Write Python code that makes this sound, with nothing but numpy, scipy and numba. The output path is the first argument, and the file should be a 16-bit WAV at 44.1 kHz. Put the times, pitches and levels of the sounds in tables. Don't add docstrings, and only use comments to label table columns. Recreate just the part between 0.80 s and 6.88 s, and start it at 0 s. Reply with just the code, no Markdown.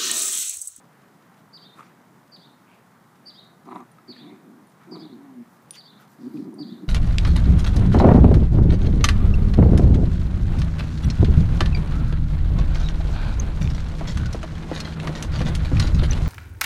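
import sys
import numpy as np
from scipy import signal
from scipy.fft import rfft, irfft
from scipy.io import wavfile
from scipy.ndimage import uniform_filter1d
from numba import njit

SR = 44100
rng = np.random.default_rng(int(sys.argv[2]) if len(sys.argv) > 2 else 0)


def dump_mix(stems):
    frames = np.atleast_2d(stems).T
    limited = np.clip(frames, -1, 1)
    pcm = np.round(limited * 32767).astype(np.int16)
    wavfile.write(sys.argv[1], SR, pcm)


N = 268128
TIME = np.arange(N) / SR


def undb(db):
    return np.exp(np.asarray(db) * np.log(10) / 20)


def unit(x):
    return x / np.sqrt(np.mean(x ** 2))


def even(x, span_s):
    size = int(span_s * SR) + 1
    power = uniform_filter1d(uniform_filter1d(x ** 2, size), size)
    return x / np.sqrt(np.abs(power) + 1e-12)


def band(x, hz, width_hz):
    hz, width_hz = min(hz, .45 * SR), min(width_hz, .45 * SR)
    return signal.lfilter(*signal.iirpeak(hz, hz / width_hz, fs=SR), x)


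def steep_band(x, hz, width_hz):
    return band(band(x, hz, width_hz), hz, width_hz)


@njit
def moving_band(x, hz, width_hz):
    y, mid, low = np.empty(len(x)), 0., 0.
    for i in range(len(x)):
        g, damping = np.tan(np.pi * hz[i] / SR), width_hz / hz[i]
        v = (mid + g * (x[i] - low)) / (1 + g * (g + damping))
        mid, low = 2 * v - mid, low + 2 * g * v
        y[i] = damping * v
    return y


def walk(rate, t=TIME):
    knots = rng.standard_normal(int(N / SR * rate) + 2)
    return np.interp((t - t[0]) * rate, np.arange(len(knots)), knots)


def gate(t, length, attack_s, release_s):
    return np.clip(t / attack_s + .5, 0, 1) * np.clip((length - t) / release_s + .5, 0, 1)


def add(out, s, sound):
    i = max(int(s * SR), 0)
    out[i:i + len(sound)] += sound[:max(N - i, 0)]


def distant_rumble(level_db=-54, flicker_db=1.0, flicker_rate=14):
    # frequency in Hz, relative spectral density in dB.
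    spectrum = [(30, -44), (60, -23.5), (85, -25.5), (110, -7), (140, -2.5), (185, 0.23), (300, -7.5),
                (520, -13), (800, -11), (1150, -12), (1950, -19), (2600, -27.5), (5000, -32), (15000, -35)]
    hz, db = np.transpose(spectrum)
    f = np.maximum(np.arange(N // 2 + 1) * SR / N, 1)
    noise = rfft(rng.standard_normal(N)) * undb(np.interp(np.log(f), np.log(hz), db))
    edges_hz = [0, 200, 400, 800, 1600, 3200]
    rumble = sum(irfft(noise * (f >= low) * (f < high), N) * undb(flicker_db * walk(flicker_rate))
                 for low, high in zip(edges_hz, edges_hz[1:]))
    hiss = irfft(noise * (f >= edges_hz[-1]), N)
    return unit(rumble + hiss) * undb(level_db)


def grass(snaps_per_s=30, level_db=-80, spread_db=5, decay_s=0.0076):
    snaps = (rng.random(N) < snaps_per_s / SR) * undb(spread_db * np.minimum(rng.exponential(size=N), 3))
    tail = rng.standard_normal(300) * np.exp(-TIME[:300] / decay_s)
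    crackle = signal.fftconvolve(snaps, tail)[:N]
    return unit(band(crackle, hz=2800, width_hz=4400)) * undb(level_db)


def collar_tag(ring_db=-2, tick_s=0.001, contact_s=0.00031):
    # frequency in Hz, relative level in dB, 60 dB decay time in seconds.
    modes = [(1600, -19, .005), (5930, -17, 0.028), (9200, -11, 0.0086), (9470, -1.5, 0.031),
             (9500, -18, 0.097), (10100, -25, .012), (13380, -20, .035)]
    # start in seconds, gain in dB.
    clinks = [(0.1296, -61), (2.473, -55), (2.484, -54), (2.9088, -58), (3.116, -51), (3.8707, -55),
              (3.8953, -59), (4.9079, -26.5), (5.741, -49.5), (5.7992, -59)]
    t, out = TIME[:SR // 8], np.zeros(N)
    ring = sum(undb(db - 60 * t / t60) * np.sin(2 * np.pi * hz * t) for hz, db, t60 in modes)
    ring *= np.minimum(t / contact_s, 1)
    for s, db in clinks:
        tick = steep_band(rng.standard_normal(len(t)) * np.exp(-t / tick_s), hz=4600, width_hz=3300)
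        add(out, s, undb(db) * (undb(ring_db) * ring + tick))
    return out


def garden(x, echo_db, scatter_db, ground_db, ground_s, t60_s, scatter_hz, echo_s=.073, smear_s=0.015):
    t = TIME[:SR // 2]
    scatter = rng.standard_normal(len(t)) * undb(-60 * t / t60_s) * np.minimum(t / 0.013, 1)
    leaves = signal.butter(2, scatter_hz, "bandpass", fs=SR, output="sos")
    echo_tail = rng.standard_normal(len(t)) * np.exp(-np.abs(t - echo_s) / smear_s) * (t >= echo_s)
    response = undb(scatter_db) * signal.sosfilt(leaves, scatter / np.linalg.norm(scatter))
    response += undb(echo_db - 2) * echo_tail / np.linalg.norm(echo_tail)
    response[0] += 1
    response[int(echo_s * SR)] += undb(echo_db)
    response[int(ground_s * SR)] += undb(ground_db)
    return signal.fftconvolve(x, response)[:len(x)]


def scuffs(grain_db=3.0):
    # midpoint in seconds, length in seconds, level in dB,
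    # centre in Hz, bandwidth in Hz, level of the broad hiss in dB.
    rubs = [(0.586, 0.033, -72, 3500, 3000, -72), (0.992, 0.037, -51, 1250, 700, -64),
            (1.005, 0.072, -61, 2140, 900, -82), (0.997, 0.062, -57, 298, 400, -71),
            (1.072, 0.091, -62, 1680, 1490, -80), (1.059, 0.046, -68.5, 4970, 3500, -80),
            (1.937, 0.087, -62.5, 2480, 1090, -87), (2.907, 0.065, -68.5, 4030, 1000, -72),
            (2.971, 0.044, -57.5, 1860, 800, -69), (2.975, .05, -74, 8800, 4000, -80),
            (3.385, 0.14, -62, 2138, 1200, -82), (3.516, 0.085, -62.5, 2150, 348.3, -87),
            (4.03, 0.048, -55, 1323, 1202, -83), (4.167, 0.16, -67.5, 2250, 500, -73.5),
            (4.734, .07, -71, 12100, 8000, -72), (4.835, .02, -70, 12000, 8000, -76),
            (4.952, .032, -66, 12000, 7000, -80), (4.953, 0.029, -52, 3160, 1500, -68),
            (4.956, 0.038, -57, 5530, 3000, -72), (4.969, 0.022, -54.5, 1870, 900, -72),
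            (5.214, 0.054, -57, 1290, 923, -74), (5.218, 0.039, -63.5, 3470, 4070, -72),
            (5.213, .022, -65, 13000, 7000, -81.5), (5.323, 0.053, -68, 12380, 6990, -66.5),
            (5.535, 0.091, -70, 12490, 7000, -81), (5.901, 0.22, -78, 11990, 7987, -78),
            (5.452, 0.087, -67.5, 4670, 2198, -70), (5.572, 0.0054, -52, 2578, 1994, -67.5),
            (5.589, 0.085, -63.5, 4530, 2200, -70)]
    t, out = TIME[:SR // 2] - .25, np.zeros(N)
    for s, length, db, hz, width_hz, hiss_db in rubs:
        grains = rng.standard_normal(len(t)) * undb(grain_db * walk(500, t))
        body = unit(steep_band(grains, hz, width_hz)) * undb(db)
        hiss = unit(steep_band(grains, hz=6640, width_hz=8600)) * undb(hiss_db)
        add(out, s + t[0], (body + hiss) * np.exp(-2 * (t / length) ** 2))
    return out


def bird(trill_hz=262, waver=0.016, drift=0.0096, flutter_db=1.5, edge_s=0.011, glide_bend=0.613):
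    # start in seconds, level in dB, pitch factor, upward slur of the buzz in Hz,
    # gain of the whistle in dB, gain of the echo in dB (it changes as the bird turns its head).
    chirps = [(0.723, -42.5, 0.96, -45, -0.5, -11), (1.511, -45, 0.98, 0, -0.5, -10),
              (2.45, -40.5, 0.98, 163, 0.5, -11.5), (3.273, -41, 0.96, -200, -1, -10),
              (4.106, -42.5, 0.98, -300, 0, -5), (4.957, -43, 0.97, 4, 0, -8.5),
              (5.777, -42, 0.97, -59, -1.5, -13.5)]
    # delay and length in
    # seconds, first and last pitch in Hz, first and last relative level in dB, trill depth in Hz.
    glides = [(.009, 0.0368, 4723, 4722, -7, -1.5, 166), (.047, 0.018, 4846, 3043, 0.5, -24.5, 75),
              (.098, .048, 3130, 3840, -23, -9, 105), (.146, 0.0078, 3850, 4450, -2, -15.5, 110),
              (.154, 0.014, 3900, 2920, -22, -23, 80)]
    t, out = TIME[:SR // 2], np.zeros(N)
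    for s, call_db, pitch_factor, slur_hz, whistle_db, echo_db in chirps:
        pace, fast, slow, force = (walk(rate, t) for rate in (65.3, 398, 74.0, 124.0))
        trill = np.sin(2 * np.pi * np.cumsum(trill_hz * (1 + 0.12 * pace)) / SR)
        chirp = 0
        for k, (start, length, first_hz, last_hz, first_db, last_db, depth_hz) in enumerate(glides):
            progress = np.clip((t - start) / length, 0, 1)
            hz = first_hz + (last_hz - first_hz) * progress ** glide_bend
            hz += (k == 0) * slur_hz * (progress - .5)
            hz = pitch_factor * hz * (1 + waver * fast + drift * slow) + depth_hz * trill
            tone = np.sqrt(2) * np.sin(2 * np.pi * np.cumsum(hz) / SR)
            db = first_db + (last_db - first_db) * progress + (k >= 2) * whistle_db
            envelope = gate(t - start, length, edge_s, edge_s) * undb(db + call_db + flutter_db * force)
            chirp += tone * envelope * (1 + trill * depth_hz / 450)
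        add(out, s, garden(chirp, echo_db, scatter_db=-1.5, ground_db=-12.5, ground_s=0.014,
                           t60_s=0.46, scatter_hz=(3400, 4400)))
    return out


def smacks(wet_db=-5, attack_s=0.0017):
    # start in seconds, level in dB, resonance in Hz,
    # 60 dB decay time in seconds.
    flaps = [(0.992, -36, 1190, 0.033), (1.006, -32, 1220, 0.022), (1.028, -37, 1280, 0.02),
             (2.931, -55, 3870, .015), (2.957, -46, 3730, 0.019), (2.946, -56, 7000, .015),
             (2.974, -56, 10300, .012), (2.985, -58, 8100, .012), (3.004, -51, 6420, 0.011),
             (3.036, -54, 9000, .008), (3.183, -45.5, 1265, 0.053), (3.363, -42, 1795, 0.032)]
    t, out = TIME[:SR // 10], np.zeros(N)
    for s, db, hz, t60 in flaps:
        broad_noise = band(rng.standard_normal(len(t)), hz, hz * 3.0)
        hiss = unit(band(broad_noise, hz, hz * 0.27))
        envelope = undb(db - 60 * t / t60) * np.minimum(t / attack_s, 1)
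        add(out, s, (np.sin(2 * np.pi * hz * t) + undb(wet_db) * hiss) * envelope)
    return out


def breath(attack_s=0.01506, release_s=0.01349, chest_arch_db=3, jaw_arch_db=6.5, slack_hz=90.3):
    # start and length in seconds, chest and
    # open-mouth drive in dB, pitch in Hz, roughness from 0 to 1, rise of the pitch in Hz.
    pushes = [(2.856, 0.18, -44, -49, 125.4, .8, -7.5), (2.86, 0.016, -48, -61, 119.2, 0.56, -2),
              (2.885, 0.012, -47, -44.5, 130.3, 0.69, -3), (2.911, 0.026, -46, -43, 151.3, 0.37, 2),
              (2.948, 0.026, -44.5, -41, 150.8, 0.73, 6), (2.995, 0.024, -47, -46, 127, .7, 11),
              (3.285, 0.032, -39.5, -63, 126, 0.6, 1), (3.32, 0.53, -53, -89, 109.9, 0.65, -24),
              (3.408, 0.15, -44.5, -58.5, 159.9, 0.65, -4), (3.644, .14, -48, -84, 115.4, 0.62, -6),
              (4.071, 0.2, -42.5, -58, 140.1, 0.86, -10.5), (4.114, 0.0281, -37, -52, 199, 0, -6),
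              (4.147, 0.029, -43.5, -50.5, 199.7, 0.2, -10), (4.238, 0.036, -42.5, -62, 140.3, 0.6, -2),
              (4.292, 0.094, -41, -69, 144.8, 0.74, -5.5), (4.384, .17, -44.5, -61, 134.5, 0.15, -12),
              (4.555, 0.076, -39.5, -68.5, 120.4, 0.07, -7.5), (5.389, 0.71, -41.5, -69, 123.9, 0.76, -20),
              (5.428, 0.041, -36.5, -72, 123, 0.12, 7), (5.462, 0.026, -31, -61, 140.2, 0.11, 14),
              (5.539, 0.032, -30.5, -72, 152.1, 0.11, 32), (5.573, 0.039, -32.5, -72, 143.7, 0.24, 10),
              (5.652, 0.047, -38.5, -61.5, 136.6, 0.31, 6), (5.724, 0.025, -41.5, -59, 139.9, 0.53, 7),
              (5.776, 0.04, -38.5, -53.5, 135.7, .3, 11.5), (5.798, 0.042, -32, -61, 152.5, 0.01, -8),
              (6.028, 0.023, -34, -68, 164.8, 0.02, -12)]
    chest_power, jaw_power, pitch_sum, rough_sum = np.zeros((4, N))
    for s, length, chest_db, open_db, hz, roughness, rise_hz in pushes:
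        t = np.arange(-attack_s, length + release_s, 1 / SR)
        held = gate(t, length, attack_s, release_s)
        off_middle = np.clip(2 * t / length - 1, -1, 1)
        power = (held * undb(chest_db - chest_arch_db * off_middle ** 2)) ** 2
        add(chest_power, s + t[0], power)
        add(jaw_power, s + t[0], (held * undb(open_db - jaw_arch_db * off_middle ** 2)) ** 2)
        add(pitch_sum, s + t[0], power * (hz + rise_hz * off_middle / 2))
        add(rough_sum, s + t[0], power * roughness)
    chest_power += 1e-18
    pitch_hz = np.maximum(pitch_sum / chest_power, slack_hz)
    return np.sqrt(chest_power), np.sqrt(jaw_power), pitch_hz, rough_sum / chest_power


def vocal_folds(hz, rough, jitter=.28, shimmer_db=5, rasp=0.029, clean_rough=0.22, soft_hz=1000):
    phase = np.cumsum(hz * np.exp(jitter * rough * walk(170))) / SR
    impulses = np.diff(np.floor(phase), prepend=0)
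    closures = signal.lfilter(*signal.butter(2, soft_hz, fs=SR), impulses)
    force = undb(shimmer_db * rough * walk(110))
    air = rasp * (rough + 0.62) * (1 + .5 * np.cos(2 * np.pi * phase)) * rng.standard_normal(N)
    hum = -np.cos(4 * np.pi * phase) * np.exp(-(rough / clean_rough) ** 2)
    return force * closures + air, hum


def throat(pulses, gape, passband_hz=(103, 455), lift_db=7):
    # centre in Hz, bandwidth in Hz, gain in dB.
    formants = [(186.8, 105, 5), (265, 202, 4.5), (383, 110, -6.5)]
    boom = sum((-1) ** k * undb(db) * steep_band(pulses, hz, width_hz)
               for k, (hz, width_hz, db) in enumerate(formants))
    boom = signal.sosfilt(signal.butter(4, passband_hz, "bandpass", fs=SR, output="sos"), boom)
    return boom + undb(lift_db) * gape * band(boom, hz=390, width_hz=120)


def muzzle(pulses, gape, shut_drop=0.022, wander=0.025, muffle_db=7.5):
    # centre in Hz, bandwidth in Hz, gain before muffling in dB.
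    formants = [(739, 145, -2), (980, 106, 3), (1193, 190, 5), (2030, 1060, -10), (3900, 500, -16)]
    tuning = 1 - shut_drop * (1 - gape) + wander * walk(25)
    out = np.zeros(N)
    for k, (hz, width_hz, db) in enumerate(formants):
        formant = moving_band(pulses, hz * tuning, float(width_hz))
        formant = moving_band(formant, hz * tuning, float(width_hz))
        out += (-1) ** k * undb(db - k * muffle_db * (1.5 - gape)) * formant
    return out


def growls(mouth_db=2.0, hum_db=9, throb_db=1.9, throb_rate=80):
    chest, jaws, pitch_hz, rough = breath()
    pulses, hum = vocal_folds(pitch_hz, rough)
    gape = np.tanh(5 * jaws / chest)
    boom = even(throat(pulses, gape), span_s=0.019)
    chest_voice = even(boom + undb(hum_db) * hum, span_s=0.011) * chest
    mouth_voice = even(muzzle(pulses, gape), span_s=0.034) * jaws * undb(mouth_db)
    return (chest_voice + mouth_voice) * undb(throb_db * rough * walk(throb_rate))


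def croaks(cycles=2.3, gain_db=-2):
    # midpoint in seconds, relative peak in dB, throat note in Hz.
    slaps = [(4.123, -34.5, 370), (4.168, -31, 352.2), (4.192, -33.5, 323.2), (5.584, -32.5, 265),
             (5.605, -25, 288), (5.628, -27.5, 210), (5.691, -25, 277.8), (5.857, -26, 243.4),
             (5.892, -30, 270.3), (5.925, -28.5, 200.3)]
    t, out = TIME[:SR // 10] - .05, np.zeros(N)
    for s, db, hz in slaps:
        envelope = undb(db + gain_db) * np.exp(-(2 * t * hz / cycles) ** 2)
        add(out, s + t[0], envelope * np.cos(2 * np.pi * hz * t))
    return out


def scene():
    dogs = growls() + croaks() + collar_tag() + smacks() + scuffs()
    dogs = garden(dogs, echo_db=-26.0, scatter_db=-12.5, ground_db=-19, ground_s=0.00086,
                  t60_s=0.25, scatter_hz=(80, 11000))
    return (dogs + bird() + grass() + distant_rumble())[None]


def record(dry, top_hz=15400):
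    return signal.sosfilt(signal.ellip(10, .1, 70, top_hz, fs=SR, output="sos"), dry)


dry = scene()
out = record(dry)
dump_mix(out)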